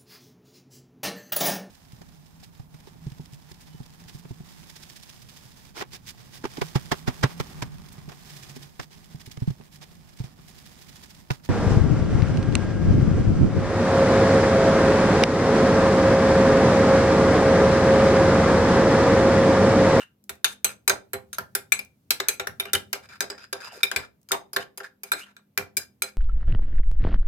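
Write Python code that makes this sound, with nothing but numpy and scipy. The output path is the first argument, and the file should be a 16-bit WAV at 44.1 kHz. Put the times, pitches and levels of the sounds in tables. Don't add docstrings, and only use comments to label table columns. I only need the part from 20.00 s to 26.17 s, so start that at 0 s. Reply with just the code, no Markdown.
import sys
import numpy as np
from scipy import signal
from scipy.fft import rfft, irfft, next_fast_len
from scipy.io import wavfile
from scipy.ndimage import uniform_filter1d

SR = 44100
rng = np.random.default_rng(int(sys.argv[2]) if len(sys.argv) > 2 else 0)


def materialize(psi):
    bounded = np.clip(np.atleast_2d(psi).T, -1, 1)
    quanta = np.round(bounded * 32767).astype(np.int16)
    wavfile.write(sys.argv[1], SR, quanta)


N = 272097

MODE_PITCHES = [(2310, 0), (2372, 0), (4065, 1), (7960, 1), (6360, 4), (8700, 4), (10150, 4), (11200, 4),
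                (4985, 5), (6950, 5), (14020, 4), (985, 2), (1382, 2), (1585, 2), (1738, 2), (3664, 3),
                (5557, 3)]
# (relative level [dB], undamped time to fall 60 dB [s])
MODE_FADES = [(-8.5, 0.038), (-1.5, 0.054), (-3.5, 0.088), (-7, 0.12), (-2.5, 0.068), (-3.5, 0.044),
              (-10, 0.043), (-17, 0.025), (1, 0.073), (-6.5, 0.068), (-10, 0.034), (-13, 0.049), (4, 0.059),
              (4, 0.061), (0, 0.05), (-4.5, 0.059), (-15, 0.035)]
# (frequency [Hz], relative level [dB per Hz])
CLATTER_SPECTRUM = [(120, -45), (200, -23), (600, -7), (1030, -6.5), (2330, -5), (3310, -11), (8490, -5),
                    (9480, -9), (11000, -3), (13700, -8), (16500, -26)]
# (frequency [Hz], relative level [dB per Hz])
RUMBLE_SPECTRUM = [(20, -42), (40, -30), (55, -12), (70, 0), (100, 3), (160, -3), (240, -5.5), (400, -34.5)]

HUSH_DB, HUM_DB = -69, -68.5
BODY_DB, BODY_PER_THUD = -2.5, 0.55
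SPOON_PER_BLOW = -0.28
DAMPING, REBOUND_DAMPING = 1.175, 1.54
REBOUND_S = .1
KNOCK_PAN_DB = -0.16
GRIT_DB, GRITS_PER_S = 2.1, 3000
STROKE_FADE_DB = -1.5
GRIP_S = 0.12
BLUNT_DB, BLUNT_T60, BLUNT_SPREAD = 4, .3, 0.023
MIC_LOW_HZ, EDGE_HZ = 48.6, 16750


def gain_of(db):
    return 10 ** (np.asarray(db) / 20)


def evened(x):
    return x / np.sqrt(np.mean(x ** 2) + 1e-20)


def read(points, hz):
    f, value = np.transpose(points)
    return np.interp(np.log(hz + 1), np.log(f + 1), value)


def add(mix, s, sound):
    part = mix[:, round(s * SR):][:, :sound.shape[1]]
    part += sound[:, :part.shape[1]]


def lumps(count, size, depth_db):
    wander = evened(uniform_filter1d(rng.standard_normal(count), size=size))
    return gain_of(depth_db * wander)


def pair(count, level_db):
    # (frequency [Hz], likeness [0 to 1])
    likeness = [(60, 1), (300, 0.94), (700, 0.1), (2000, 0.045)]
    size = next_fast_len(count)
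    hz = np.fft.rfftfreq(size, 1 / SR)
    left, other = rfft(rng.standard_normal((2, size)))
    same = np.clip(read(likeness, hz), 0, 1)
    right = same * left + np.sqrt(1 - same ** 2) * other
    noise = irfft(np.array([left, right]) * gain_of(level_db(hz)), size)
    return evened(noise[:, :count])


def dying(x, t60s):
    count = x.shape[1]
    hz = np.fft.rfftfreq(count, 1 / SR)
    t = np.arange(count) / SR
    spectrum = rfft(x)
    centres = [f for f, _ in t60s]
    total = 0
    for weights, (_, t60) in zip(np.eye(len(t60s)), t60s):
        share = read(list(zip(centres, weights)), hz)
        total = total + irfft(spectrum * share, count) * gain_of(-60 * t / t60)
    return total


def background():
    # (frequency [Hz], relative level [dB per Hz])
    hush_spectrum = [(18, -48.5), (30, -35), (65, -18.5), (170, -8.5), (467, -21), (1620, -36.5),
                     (2100, -36.5), (9000, -45), (14100, -34), (16500, -49)]
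    # (time [s], level [dB])
    rumble_curve = [(0.0, -77), (1.576, -60.5), (1.962, -66), (2.651, -58), (5.121, -80), (6.17, -67)]
    hum_pitches = [203, 250]

    def hum_tone_db(hz):
        power = sum(share / (1 + ((hz - f) / 3.) ** 4) for f, share in zip(hum_pitches, [1, .2]))
        return 10 * np.log10(power)

    rumble_db = np.interp(np.arange(N) / SR, *np.transpose(rumble_curve))
    hum_db = HUM_DB + .4 * (rumble_db - rumble_db.mean())
    hum = gain_of(hum_db) * pair(N, hum_tone_db) * lumps(N, size=6000, depth_db=3.0)
    rumble = gain_of(rumble_db) * pair(N, lambda hz: read(RUMBLE_SPECTRUM, hz))
    hush = gain_of(HUSH_DB) * pair(N, lambda hz: read(hush_spectrum, hz))
    return hush + hum + rumble


def spoon_ring(s):
    # (time [s], level [dB])
    freedom = [(0.0, -44), (0.45, -45), (0.88, -25.5), (1.3, -42.5), (1.55, -40.5), (1.8, -28.5),
               (2.2, -23), (2.4, -42), (2.9, -30), (3.3, -18.5), (3.9, -27), (4.5, -28), (5.0, -31),
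               (5.55, -51), (5.8, -19), (6.1, -29.5)]
    return np.interp(s, *np.transpose(freedom))


def grit(count):
    sizes = gain_of(GRIT_DB * np.minimum(rng.exponential(1, count), 2.5))
    catches = sizes * (rng.random(count) < GRITS_PER_S / SR)
    keep = np.exp(-1 / (.0015 * SR))
    return evened(0.72 + signal.lfilter([1], [1, -keep], catches))


def patchy(x, depth_db):
    z = signal.stft(x, nperseg=256)[2]
    patches = uniform_filter1d(rng.standard_normal(z.shape[1:]), size=4, axis=0)
    patches = evened(uniform_filter1d(patches, size=6, axis=1))
    return signal.istft(z * gain_of(depth_db * patches), nperseg=256)[1][:, :x.shape[1]]


def scrape(length, pressure_db, treble_db, from_hz, to_hz, squeal_db, spoon_db):
    slide_levels = [-14, -9, -9.5, -5.5, -11, 24]
    count = round((length + .08) * SR)
    t = np.arange(count) / SR
    (hz, part), (db, _) = np.transpose(MODE_PITCHES), np.transpose(MODE_FADES)
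    db = db + np.array(slide_levels)[part] + spoon_db * (part == part.max())

    def tone_db(f):
        peaks = gain_of(2 * db)[:, None] / (1 + (2 * (f - hz[:, None]) / 79.0) ** 2)
        broad = gain_of(2 * (read(CLATTER_SPECTRUM, f) - 13.5))
        treble = read([(2500, 0.0032), (9000, treble_db), (14000, treble_db - 3.0)], f)
        return 10 * np.log10(peaks.sum(0) + broad) + treble

    fuzz = pair(count, lambda f: -10 * np.log10(1 + (f / 125.) ** 4))
    glide_hz = np.interp(t, [0, length], [from_hz, to_hz])
    squeal = fuzz * np.cos(2 * np.pi * np.cumsum(glide_hz) / SR)
    rub = patchy(pair(count, tone_db), depth_db=1.0)
    sound = rub + gain_of(squeal_db - 4.0) * squeal
    fade_db = STROKE_FADE_DB * t / length - 60 * np.maximum(t - length, 0) / .06
    stroke = np.clip(t / .0015, 0, 1) * gain_of(fade_db)
    uneven = grit(count) * lumps(count, size=700, depth_db=-2.0)
    return gain_of(pressure_db) * sound * uneven * stroke


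def room(x):
    # (frequency [Hz], time to fall 60 dB [s])
    room_fades = [(200, 0.39), (1000, 0.22), (4000, 0.2), (14000, 0.15)]
    taps = np.zeros((2, 20000))
    at = np.arange(160, 19980, 20) + rng.integers(0, 20, (2, 991))
    np.put_along_axis(taps, at, rng.choice([-1., 1.], at.shape), 1)
    tail = dying(taps, room_fades)
    return signal.fftconvolve(x, tail / np.linalg.norm(tail[0]), axes=1)[:, :N]


def tick(level_db):
    t = np.arange(512) / SR
    snap = pair(len(t), lambda hz: read([(2500, -30.0), (5000, -4), (14000, -2.5)], hz))
    return gain_of(level_db - 60 * t / 0.011) * snap


def knock_thump(level_db):
    t = np.arange(10240) / SR
    thump = pair(len(t), lambda hz: read(RUMBLE_SPECTRUM, hz))
    return thump * (1 - np.exp(-t / 0.026)) * gain_of(level_db - 60 * t / 0.16)


def rings(part_db, damping):
    part_pan = [3, 0.5, 0.36, 0.66, 0.4, 0.3]
    (hz, part), (db, t60) = np.transpose(MODE_PITCHES), np.transpose(MODE_FADES)
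    t = np.arange(3584) / SR
    db = db + np.array(part_db)[part] + 1.5 * rng.standard_normal(len(hz))
    spread = np.array([[.003], [.005], [BLUNT_SPREAD]])
    hz = (hz * (1 + spread * rng.standard_normal((3, len(hz))))).ravel()
    part = np.r_[part, part, part]
    t60 = np.r_[t60, t60, BLUNT_T60 * t60]
    db = np.r_[db, db, db + BLUNT_DB]
    level = gain_of(db + np.outer([.5, -.5], np.array(part_pan)[part]))
    level = level * np.exp(2j * np.pi * rng.random(level.shape))
    decay = np.log(1000) * damping / t60[:, None]
    swing = np.exp((2j * np.pi * hz[:, None] - decay) * t)
    total = 0
    for k in range(len(part_db)):
        flutter = lumps(len(t), size=130, depth_db=3.5)
        total = total + (level[:, part == k] @ swing[part == k]).imag * flutter
    return total


def knock(blow_db, thud_db, treble_db, wall_db, rim_db, floor_db, corner_db, end_db, spoon_db, damping):
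    # (frequency [Hz], level [dB], undamped time to fall 60 dB [s])
    thud_modes = [(394.1, -3, 0.24), (512.5, -13, 0.3), (678, -16.5, 0.3), (789, -17, 0.36)]
    # (frequency [Hz], time to fall 60 dB [s])
    clatter_fades = [(300, 0.31), (1500, 0.14), (5000, 0.037), (13000, 0.042)]
    t = np.arange(8192) / SR
    body_db = BODY_DB + BODY_PER_THUD * thud_db
    part_db = wall_db, rim_db, floor_db, corner_db, end_db, spoon_db + SPOON_PER_BLOW * blow_db

    bins = len(t) // 2 + 1
    spot = lumps(bins, size=150, depth_db=2.5)
    spot = spot * lumps(bins, size=25, depth_db=2.2)
    colour = [(900, body_db + 12.0), (1900, body_db + 12.5), (3500, 0.014), (5000, 0.00063),
              (8000, treble_db + 2.5), (14000, treble_db + 6.5)]
    noise = pair(len(t), lambda hz: read(CLATTER_SPECTRUM, hz) + read(colour, hz) + 20 * np.log10(spot))
    crack = gain_of(-12.5 - 60 * t / 0.0064) * noise * (1 - np.exp(-t / 0.00026))
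    rattle = noise * grit(len(t)) * lumps(len(t), size=150, depth_db=2.5)
    top = gain_of(-16.0) * dying(rattle, [(f, t60 / damping) for f, t60 in clatter_fades])
    add(top, 0, gain_of(-3.5) * rings(part_db, damping))
    top = crack + top * (1 - np.exp(-t / 0.0011))
    top = top * gain_of([[KNOCK_PAN_DB / 2], [-KNOCK_PAN_DB / 2]])

    lead = np.array([[0], [.6]])
    seat = rng.standard_normal((len(thud_modes), 2)) * [.008, 1.8]
    thud = 0
    for (f, db, t60), (shift, more_db) in zip(thud_modes, seat):
        swing = np.sin(2 * np.pi * f * (1 + shift) * t + lead)
        thud = thud + gain_of(db + more_db - 60 * damping * t / t60) * swing
    thud = gain_of(thud_db + 2.0 - 20 * (t / GRIP_S) ** 2) * thud
    thud = thud * (1 - np.exp(-t / 0.0069))
    thud = thud * lumps(len(t), size=900, depth_db=1.2)
    return gain_of(blow_db) * (top + thud * gain_of([[-1.5], [1.5]]))


def scene():
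    # (time [s], length [s],
    # pressure [dB], treble [dB], squeal from [Hz], squeal to [Hz], squeal before a common trim [dB])
    scrape_list = [(0.0, 0.032, -46.5, -9, 2940, 2800, 6.5), (0.001, 0.044, -60, -12, 1628, 1620, 11.5),
                   (0.469, 0.061, -44.5, 5, 3290, 3730, -7), (0.688, 0.03, -42, 1, 2497, 2400, 1),
                   (2.232, 0.089, -49, -33, 1600, 1600, 7), (2.301, 0.041, -45, 23, 2440, 2390, 6),
                   (2.652, 0.047, -47, -21.5, 2900, 2850, 7), (2.746, 0.011, -28.5, -11, 3020, 3000, 5.5),
                   (3.026, 0.032, -52.5, -11, 2280, 2410, -1), (3.088, 0.077, -48, -14, 2446, 2350, -3),
                   (3.115, 0.051, -55, -22, 1468, 1200, 6), (3.314, 0.045, -54.5, -13, 1510, 1800, 12),
                   (3.378, 0.067, -44.5, -16, 2350, 2650, -3.5), (3.553, 0.042, -57, -14, 1646, 1600, 10),
                   (3.603, 0.081, -43, -10, 1500, 980, -0.5), (3.625, 0.096, -51.5, -25.5, 2520, 2850, 5.5),
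                   (3.718, 0.062, -53, 0, 801, 430, 11.5), (3.735, 0.075, -47.5, -10, 2620, 2400, -2),
                   (3.977, 0.077, -45, -15.5, 2320, 2400, -18), (4.598, 0.032, -42.5, -11, 2670, 3040, -2),
                   (4.832, 0.032, -44, -9.5, 1632, 1679, 7), (5.047, 0.049, -55.5, -1, 2360, 2350, -6),
                   (5.158, 0.062, -47.5, -1, 2300, 2370, 3.5), (5.21, 0.032, -51.5, -6, 2720, 2970, 13.5),
                   (5.258, 0.053, -56, -15, 1418, 1700, -9), (5.792, 0.04, -46, 1, 1530, 1603, 3.5),
                   (6.054, 0.039, -48.5, -5, 2320, 2340, 3)]
    # (time [s], level [dB])
    tick_list = [(0.2404, -46), (0.3544, -50), (1.849, -42), (4.2153, -57), (4.2305, -54.5)]
    # (time [s], level [dB])
    thump_list = [(0.293, -40), (0.642, -36.5), (0.895, -33.5), (1.129, -33.5), (1.383, -35.5),
                  (2.395, -40.5), (2.47, -36), (2.731, -28.5), (3.96, -31.5), (4.561, -36), (5.573, -30.5),
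                  (5.766, -40.5)]
    # (time [s], blow [dB], then before common trims, against the blow: thud on the
    # counter [dB], treble [dB], ring of long walls [dB], rim [dB], floor [dB], corners [dB], short walls [dB])
    knock_list = [(0.292, -9.5, -28.5, -4.5, -35.5, -35, -31, -29, -38),
                  (0.4425, 6, -47, -13.5, -31.5, -30, -30, -13, -20.5),
                  (0.643, 2.5, -40, -9, -17, -17.5, -31.5, -37.5, -14),
                  (0.876, 2.5, -33.5, -1.5, -12, -18.5, -29.5, -28, -20),
                  (0.894, 2.5, -26, -11.5, -18, -27, -21.5, -16, -21),
                  (1.131, -5, -19, -5, -28.5, -26, -31.5, -58, -38),
                  (1.328, -13.5, -47, -10, -26.5, -32, -29.5, -29.5, -13.5),
                  (1.343, -20.5, -43.5, -15.5, -23.5, -23.5, -40, -21.5, -12),
                  (1.382, -9, -26.5, -6, -35, -45, -17.5, -49, -49),
                  (1.549, 3.5, -36.5, -3, -30.5, -37, -29.5, -34.5, -38.5),
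                  (1.719, 2.5, -44.5, -7.5, -11.5, -14, -25.5, -24, -16),
                  (1.7895, -9, -40, -9.5, -14.5, -43, -35, -33, -37),
                  (2.104, 5.5, -49, -8, -19.5, -24, -32, -30, -28.5),
                  (2.199, -7.5, -20.5, -13, -28.5, -18.5, -28, -13.5, -40.5),
                  (2.283, 4, -39, -7.5, -16.5, -19, -31, -39, -20),
                  (2.395, -8, -21, -13.5, -31, -27, -21, -16.5, -41),
                  (2.469, -8.5, -26.5, -11, -46, -42, -21.5, -20, -40.5),
                  (2.597, -2, -31, -5, -13.5, -44.5, -32, -13, -40),
                  (2.652, -20.5, -14.5, -13.5, -10.5, -25, -30, -48, -27),
                  (2.731, 6, -36.5, -4, -26.5, -30.5, -31, -13.5, -39.5),
                  (2.7495, -4, -27, -4, -17, -29, -22, -28, -25.5),
                  (2.928, -2.5, -32.5, -9, -21, -28, -28, -35, -51),
                  (3.087, -34, -22.5, -25.5, -6, -26, -33, -23.5, -33),
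                  (3.204, -1, -32.5, -10, -16, -24, -23, -15, -19),
                  (3.221, -15, -17.5, -4, -21, -22, -34, -40, -27),
                  (3.299, -13, -21, -17, -28, -22, -31, -22, -40),
                  (3.526, -8, -24, -13, -27, -28, -25.5, -18, -59),
                  (3.83, 1, -33, 0, -9.5, -28, -30, -11, -46),
                  (3.913, -7, -23, -14.5, -41, -26.5, -20.5, -34, -36),
                  (3.96, -1, -33.5, -11.5, -13.5, -24, -21.5, -39, -44),
                  (4.286, -23, -43, -12, -21, -41, -38.5, -41, -19),
                  (4.308, -28.5, -1.5, -18, -31.5, -34, 5, -38.5, -39),
                  (4.316, 5.5, -30, -10, -35, -42.5, -40, -17, -23.5),
                  (4.53, -12.5, -32.5, -4, -42.5, -45.5, -33.5, -42, -35),
                  (4.561, -2.5, -20, -13.5, -43, -33, -22, -14, -27),
                  (4.773, -13, -31, 1.5, -33, -52, -51.5, -60, -28),
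                  (4.801, -20.5, -13, -20, -52, -48, -10.5, -47, -45),
                  (5.032, -11, -30, -0.5, -20, -48, -52, -30, -21.5),
                  (5.116, 0.5, -34, 2, -17, -22, -22, -16.5, -34),
                  (5.133, -11.5, -22.5, -24, -25, -16, -30, -16, -35),
                  (5.364, -33, -30.5, -16, -13, -18.5, -14.5, -12, -25),
                  (5.574, -0.5, -25, -12, -18, -33.5, -30.5, -56, -45),
                  (5.767, 5.5, -46.5, 5, -28, -32.5, -43.5, -31, -25.5),
                  (6.019, -2.5, -36.5, 1.5, -14, -19, -30, -22.5, -17),
                  (6.032, -16, -20, -20, -10, -20, -54, -47, -15)]
    spoon = np.zeros((2, N))
    for s, *row in scrape_list:
        add(spoon, s, scrape(*row, spoon_ring(s)))
    for s, level_db in tick_list:
        add(spoon, s, tick(level_db))
    for s, level_db in thump_list:
        add(spoon, s, knock_thump(level_db))
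    steps = np.diff(np.array(knock_list)[:, :2], axis=0, prepend=-1)
    for (s, *row), (gap, rise_db) in zip(knock_list, steps):
        damping = REBOUND_DAMPING if gap < REBOUND_S and rise_db < 0 else DAMPING
        add(spoon, s + 0.0017, knock(*row, spoon_ring(s), damping))
    return spoon + gain_of(-11.0) * room(spoon) + background()


def record(dry):
    thinned = signal.sosfilt(signal.butter(2, MIC_LOW_HZ, "highpass", fs=SR, output="sos"), dry)
    squeezed = .95 * np.tanh(thinned / .95)
    band_limit = signal.firwin(255, EDGE_HZ, window=("kaiser", 9), fs=SR)
    return signal.oaconvolve(squeezed, band_limit[None], "same")


dry = scene()
out = record(dry)
materialize(out)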